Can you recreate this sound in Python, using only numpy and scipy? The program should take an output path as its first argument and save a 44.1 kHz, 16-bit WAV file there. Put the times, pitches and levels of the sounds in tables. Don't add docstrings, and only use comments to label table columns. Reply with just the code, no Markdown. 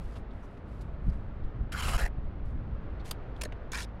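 import sys
import numpy as np
from scipy import signal
from scipy.fft import rfft, irfft, next_fast_len
from scipy.io import wavfile

SR = 44100
rng = np.random.default_rng(int(sys.argv[2]) if len(sys.argv) > 2 else 0)


def digitize_waveform(pressure):
    field = np.atleast_2d(pressure).T
    bounded = np.clip(field, -1, 1)
    quanta = np.round(bounded * 32767).astype(np.int16)
    wavfile.write(sys.argv[1], SR, quanta)


N = 176400
T = np.arange(N) / SR

# freq_hz, level_db
CRUNCH_SPECTRUM = [(200,4),(500,8.5),(900,9.5),(2500,3.5),(4900,2),(6200,-1.5),(7900,0),(9000,-3),(11600,-1.5),(13000,-17.5),(16000,-17.5)]


def from_db(db):
    return 10 ** (np.asarray(db) / 20)


def rms_one(x):
    return x / np.sqrt(np.mean(x ** 2) + 1e-20)


def in_time(rows):
    times, *columns = np.transpose(rows)
    return [np.interp(T, times, column) for column in columns]


def stroke(rows):
    return [from_db(db) * (T >= rows[0][0]) * (T <= rows[-1][0]) for db in in_time(rows)]


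def colour(x, spectrum, tilt_db=0):
    size = 2 * next_fast_len(len(x) // 2 + 4096, True)
    octave = np.log2(np.maximum(np.fft.rfftfreq(size, 1 / SR), 1))
    hz, db = np.transpose(spectrum)
    fade_db = 20 * np.minimum(octave - np.log2(hz[0]), 0) - 20 * np.maximum(octave - np.log2(hz[-1]), 0)
    curve_db = np.interp(octave, np.log2(hz), db) + fade_db + tilt_db * np.maximum(octave, 10)
    cepstrum = irfft(np.log(rms_one(from_db(curve_db)) + 1e-7))
    cepstrum[1:size // 2] *= 2
    cepstrum[size // 2 + 1:] = 0
    return irfft(rfft(x, size) * np.exp(rfft(cepstrum)))[:len(x)]


def resonate(x, hz, width_hz):
    r = np.exp(-np.pi * width_hz / SR)
    feedback = [1, -2 * r * np.cos(2 * np.pi * hz / SR), r * r]
    return signal.lfilter(np.sqrt((1 - r * r) / 2) * np.array([1, 0, -1]), feedback, x + 1e-18)


def glide(x, hz, width_hz):
    turn = np.exp(2j * np.pi * np.cumsum(hz * np.ones(N)) / SR)
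    r = np.exp(-np.pi * width_hz / SR)
    return rms_one((signal.lfilter([1], [1, -2 * r, r * r], x / turn) * turn).real)


def drift(rate_hz):
    r = np.exp(-2 * np.pi * rate_hz / SR)
    return rms_one(signal.lfilter([1], [1, -2 * r, r * r], rng.standard_normal(N + SR))[SR:])


def noise(spectrum):
    return rms_one(colour(rng.standard_normal(N + SR), spectrum)[SR:])


def wind():
    # time_s, level_db
    swell = [(0,-34.5),(.55,-41),(1.0,-34.5),(1.9,-35.5),(2.65,-31),(3.1,-37),(4,-39)]
    # centre_s, half_length_s, rumble_db, flutter_db
    gusts = [(1.085,0.012,-21.5,-32),(1.451,0.022,-30,-50),(1.62,0.03,-28.5,-42.5),(1.872,0.051,-30.5,-40),(1.958,0.0078,-22,-58),(2.04,0.015,-27,-52),(2.19,0.0078,-29.5,-41),(2.264,0.016,-31,-53),(2.568,0.04,-38.5,-39),(2.74,0.01,-29,-53)]
    # freq_hz, level_db
    rumble_spectrum = [(12,0.5),(25,-4),(50,-4),(70,-10.5),(100,-16.5),(160,-22),(400,-60)]
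    # freq_hz, level_db
    flutter_spectrum = [(50,-15),(85,3),(110,2),(160,-6),(230,-7.5),(330,-18.5),(700,-45)]
    swell_db, = in_time(swell)
    gust_rumble, gust_flutter = sum(from_db([[low_db], [high_db]]) * np.exp(-.5 * ((T - s) / half) ** 2)
                                    for s, half, low_db, high_db in gusts)
    rumble_gain = from_db(swell_db - 3.5)
    flutter_gain = from_db(0.69 * swell_db - 22 - drift(rate_hz=4.7))
    drone = from_db(-4.5) * rumble_gain * glide(rng.standard_normal(N), hz=54.7, width_hz=6.5)
    rumble = np.hypot(rumble_gain, gust_rumble) * noise(rumble_spectrum)
    flutter = np.hypot(flutter_gain, gust_flutter) * noise(flutter_spectrum)
    return rumble + flutter + drone


def traffic():
    # freq_hz, level_db
    spectrum = [(60,-8),(200,1.5),(420,-1),(650,-4),(850,-8.5),(1300,-10),(2000,-18),(3000,-26.5),(4300,-34.5),(5500,-44),(8000,-56),(16000,-63.5)]
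    # time_s, level_db
    swell = [(0,-50),(.8,-51),(1.5,-50.5),(2.5,-51),(3.0,-48),(3.35,-48),(3.7,-49),(4,-50)]
    return from_db(in_time(swell)[0]) * noise(spectrum)


def sand(grains_per_s=6000, spread_db=2, judder_db=2):
    size_db = spread_db * np.minimum(rng.exponential(1, N), 4)
    stick_slip_db = judder_db * np.clip(drift(rate_hz=420), -2, 2)
    cracks = from_db(size_db + stick_slip_db) * rng.choice([-1, 1], N)
    return rms_one(cracks * (rng.random(N) < grains_per_s / SR))


def wet_mortar():
    # start_s, hold_s, level_db, attack_s, release_s
    slides = [(0.0,0.18,-69,.01,0.049),(0.336,0.24,-79,0.046,0.055),(0.698,0.13,-74,0.068,0.13),(1.054,0.1,-77.5,.06,0.21),(2.462,0.05,-76.5,0.008,0.035),(3.37,0.05,-75,0.022,0.0083)]
    # freq_hz, level_db
    spectrum = [(1500,10.5),(2800,8.5),(4800,7),(6000,2.5),(8000,1.5),(10000,0.5),(12200,-3.5),(13500,-14.5),(16000,-19.5)]
    level = sum(from_db(db - 20 * np.maximum(s - T, 0) / attack
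                        - 20 * np.maximum(T - s - hold, 0) / release)
                for s, hold, db, attack, release in slides)
    return level * colour(sand(), spectrum)


def crush(t, length_s, attack_s=0.0012, fall_t60_s=0.014, tail_t60_s=0.083):
    after = np.maximum(t - length_s, 0)
    decay = from_db(-60 * after / fall_t60_s) + from_db(-17 - 60 * after / tail_t60_s)
    return np.minimum(t / attack_s, 1) * decay


def crunches(peak_width_hz=1420):
    # start_s, length_s, level_db, peak_hz, peak_relative_db, tilt_db_per_octave
    bursts = [(0.156,0.019,-53,2750,-9,-5.5),(0.182,.004,-70,10000,-9,2),(0.306,0.013,-76.5,3340,6.5,-5),(0.426,0.032,-73,5850,-6,-0.5),(0.569,0.011,-65,2700,-6,-8),(0.809,0.014,-62,4130,-4.5,0),
              (1.096,0.0081,-69,4900,-0.5,-1),(1.122,0.022,-58,4600,-25,-7.5),(1.436,0.0088,-73,3500,0,-4.5),
              (1.7202,0.0038,-47.5,1450,4.5,0),(1.882,0.013,-42,2400,-1,1),(2.456,0.003,-70,5250,-7,2.5),(2.996,0.02,-65,3800,0,-12),
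              (3.363,0.0017,-60.5,3270,5,-7),(3.522,0.004,-47.5,2080,-2,-13)]
    out, t = np.zeros(N + SR), T[:SR // 8]
    for start_s, length_s, db, peak_hz, peak_db, tilt_db in bursts:
        grit, push = rng.standard_normal((2, len(t)))
        peak = rms_one(resonate(resonate(push, peak_hz, peak_width_hz), peak_hz, peak_width_hz))
        envelope, start = crush(t, length_s), int(start_s * SR)
        burst = colour(envelope * grit, CRUNCH_SPECTRUM, tilt_db) + from_db(peak_db) * envelope * peak
        out[start:start + len(t)] += from_db(db) * burst
    return out[:N]


def thump(start_s=1.068, rise_s=0.0098):
    # pitch_hz, peak_db
    partials = [(72,-22.5),(118,-27),(175,-32.5),(240,-41.5)]
    age = np.maximum(T - start_s, 0) / rise_s
    tone = sum(from_db(db) * np.sin(2 * np.pi * hz * (T - start_s)) for hz, db in partials)
    return age * np.exp(1 - age) * tone


def coarse_sand(pings_per_s=1300, low_hz=537, high_hz=14280, longest_t60_s=.03):
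    chance, pitch, size = rng.random((3, N))
    onsets = np.flatnonzero(chance < pings_per_s / SR)
    hz = low_hz * (high_hz / low_hz) ** pitch[onsets, None]
    t, t60 = T[:int(longest_t60_s * SR)], longest_t60_s / np.cbrt(hz / low_hz)
    size_db = 2 * np.minimum(-np.log(size[onsets, None]), 2)
    rings = np.sqrt(hz) * from_db(size_db - 60 * t / t60) * np.sin(2 * np.pi * hz * t)
    pings = np.bincount((onsets[:, None] + np.arange(len(t))).ravel(), rings.ravel(), N)[:N]
    return rms_one(sand() + from_db(-2) * rms_one(pings))


def catching(grains, decay_s=.003, crack_db=18):
    # time_s, surge_db
    catches = [(1.747,-6),(1.779,2),(1.8246,3),(1.85,-1),(1.9344,1),(1.99,-3),(2.053,-1),(2.061,-6),(3.7335,5),(3.746,3),(3.754,0),(3.775,5),(3.785,-4),(3.8045,2),(3.8225,-1)]
    times, surge_db = np.transpose(catches)
    cracks = np.bincount((times * SR).astype(int), from_db(surge_db), N)
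    surge = signal.lfilter([1], [1, -np.exp(-1 / (decay_s * SR))], cracks + 1e-18)
    return grains * (1 + surge) + from_db(crack_db) * cracks


def blade(push, width_hz=60):
    # pitch_hz, relative_db
    modes = [(730,-6),(1330,-2),(2090,7),(2940,0),(3200,2.5),(4060,2.5),(4750,1),(5390,3),(7090,2.5),(8680,-7),(10050,0.5),(11600,-7.5)]
    gains = rms_one(from_db([db for _, db in modes])) / np.sqrt(len(modes))
    return sum((-1) ** k * gains[k] * resonate(push, hz, width_hz) for k, (hz, _) in enumerate(modes))


def wall_scrape(skip_half_length_s=0.0033):
    # time_s, treble_db, middle_db
    levels = [(1.718, -69, -53), (1.722, -43.5, -45), (1.75, -54, -41.5), (1.796, -44, -39),
              (1.896, -44, -43), (1.9, -44, -47.5), (1.946, -44.5, -35.5), (1.978, -44, -42),
              (1.992, -44, -38), (2.066, -50, -40), (2.083, -63, -52)]
    # time_s, pitch_hz
    rasp_path = [(1.72,1440),(1.76,1450),(1.80,1280),(1.87,1270),(1.96,1320),(2.0,1520),(2.06,1880)]
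    # time_s, pitch_hz, level_vs_rasp_db
    edge_path = [(1.72,3150,-10),(1.76,3100,-20),(1.79,3100,-7),(1.832,2980,-2),(1.89,2500,-11),(1.94,2900,-14),(2.06,2400,-16)]
    # time_s, level_vs_rasp_db
    body_path = [(1.72,-19.5),(1.82,-17),(1.89,1),(1.96,-5),(2.06,-3.5)]
    # freq_hz, level_db
    grit_spectrum = [(400,-3),(1000,-7),(2500,6.5),(3500,-2.5),(4100,1),(5300,-1.5),(6200,-2.5),(7100,-2),(8200,-2.5),(11800,-5),(13000,-9.5),(16000,-16)]
    # time_s, loss_db
    skips = [(1.8186,10.5),(1.9745,23),(2.0482,10),(2.071,19)]
    grains, (treble, middle) = catching(coarse_sand()), stroke(levels)
    contact = from_db(-sum(db * np.exp(-((T - s) / skip_half_length_s) ** 2) for s, db in skips))
    edge_hz, edge_db = in_time(edge_path)
    rasp = glide(grains, in_time(rasp_path)[0], width_hz=494)
    edge = from_db(edge_db) * glide(grains, edge_hz, width_hz=290)
    body = from_db(in_time(body_path)[0]) * glide(sand(), hz=657, width_hz=690)
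    grit = from_db(-.5) * colour(coarse_sand(), grit_spectrum)
    steel = from_db(-4) * blade(catching(sand()))
    return contact * (treble * (grit + steel) + middle * (rasp + edge + body))


def wipe():
    # time_s, level_db
    levels = [(3.035,-89),(3.045,-71),(3.054,-57),(3.058,-52),(3.095,-55.5),(3.103,-62),(3.13,-75.5),(3.15,-83.5)]
    # freq_hz, level_db
    spectrum = [(700,-11.5),(2000,8.5),(4500,3),(7000,0),(10500,-0.5),(13000,-8.5),(16000,-23.5)]
    return stroke(levels)[0] * colour(sand(), spectrum)


def dabs(contact_s=.009):
    # start_s, length_s, level_db, four times pitch_hz
    hits = [(3.1098,0.005,-36,3130,4700,8750,11470),(3.4116,0.0035,-41.5,1820,2350,4000,5940),(3.4166,0.0024,-37,1780,2720,4980,7000),
            (3.434,0.0037,-40,1730,2370,5300,9140),(3.45,0.0046,-47.5,1600,1900,4040,6700),(3.718,0.0043,-45,3500,4200,5700,6700)]
    out, t = np.zeros(N + SR), T[:SR // 8]
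    for start_s, length_s, db, *pitches in hits:
        grit, push = crush(t, length_s) * rng.standard_normal((2, len(t)))
        push *= np.exp(-(t / contact_s) ** 4)
        ring = from_db(-4) * sum(resonate(push, hz, width_hz=360) for hz in pitches)
        start = int(start_s * SR)
        out[start:start + len(t)] += from_db(db) * (colour(grit, CRUNCH_SPECTRUM) + ring)
    return out[:N]


def knocks():
    # start_s, level_db
    hits = [(3.113,-52),(3.437,-46),(3.457,-39)]
    # pitch_hz, relative_db, t60_s
    modes = [(482,0,0.07),(613,3.5,0.062),(1780,2,.03),(3990,-19.5,0.047)]
    out, t = np.zeros(N + SR), T[:SR // 8]
    ring = sum(from_db(db - 60 * t / t60) * np.sin(2 * np.pi * hz * t) for hz, db, t60 in modes)
    for start_s, db in hits:
        start = int(start_s * SR)
        out[start:start + len(t)] += from_db(db) * ring
    return out[:N]


def brick_scrape():
    # time_s, treble_db, middle_db
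    levels = [(3.719, -60, -57), (3.733, -47.5, -43), (3.791, -46.5, -40), (3.841, -47.5, -59),
              (3.851, -53, -59)]
    # pitch_hz, width_hz, relative_db
    resonances = [(1023,140,-3.5),(1530,280,-5),(1780,510,1),(2270,280,-3.5)]
    # freq_hz, level_db
    grit_spectrum = [(400,-13),(1000,-12),(2500,0.5),(3200,0),(5000,2),(6200,-0.5),(7100,-0.5),(8000,-6),(9600,-4.5),(12000,-13.5),(16000,-26)]
    grains, (treble, middle) = catching(coarse_sand()), stroke(levels)
    rasp = rms_one(sum(from_db(db) * glide(grains, hz, width) for hz, width, db in resonances))
    grit = colour(catching(coarse_sand()), grit_spectrum)
    return treble * grit + from_db(-.5) * middle * rasp


def scene():
    # delay_s, level_db
    reflections = [(.0018,-27),(.0071,-18.5),(0.0154,-30)]
    work = wall_scrape() + brick_scrape() + crunches() + dabs() + knocks() + wet_mortar() + wipe()
    echoes = sum(from_db(db) * np.interp(T - delay, T, work, left=0) for delay, db in reflections)
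    return (work + echoes + thump() + wind() + traffic())[None]


def record(dry):
    return signal.sosfilt(signal.ellip(10, .2, 80, 15800, fs=SR, output="sos"), dry)


dry = scene()
out = record(dry)
digitize_waveform(out)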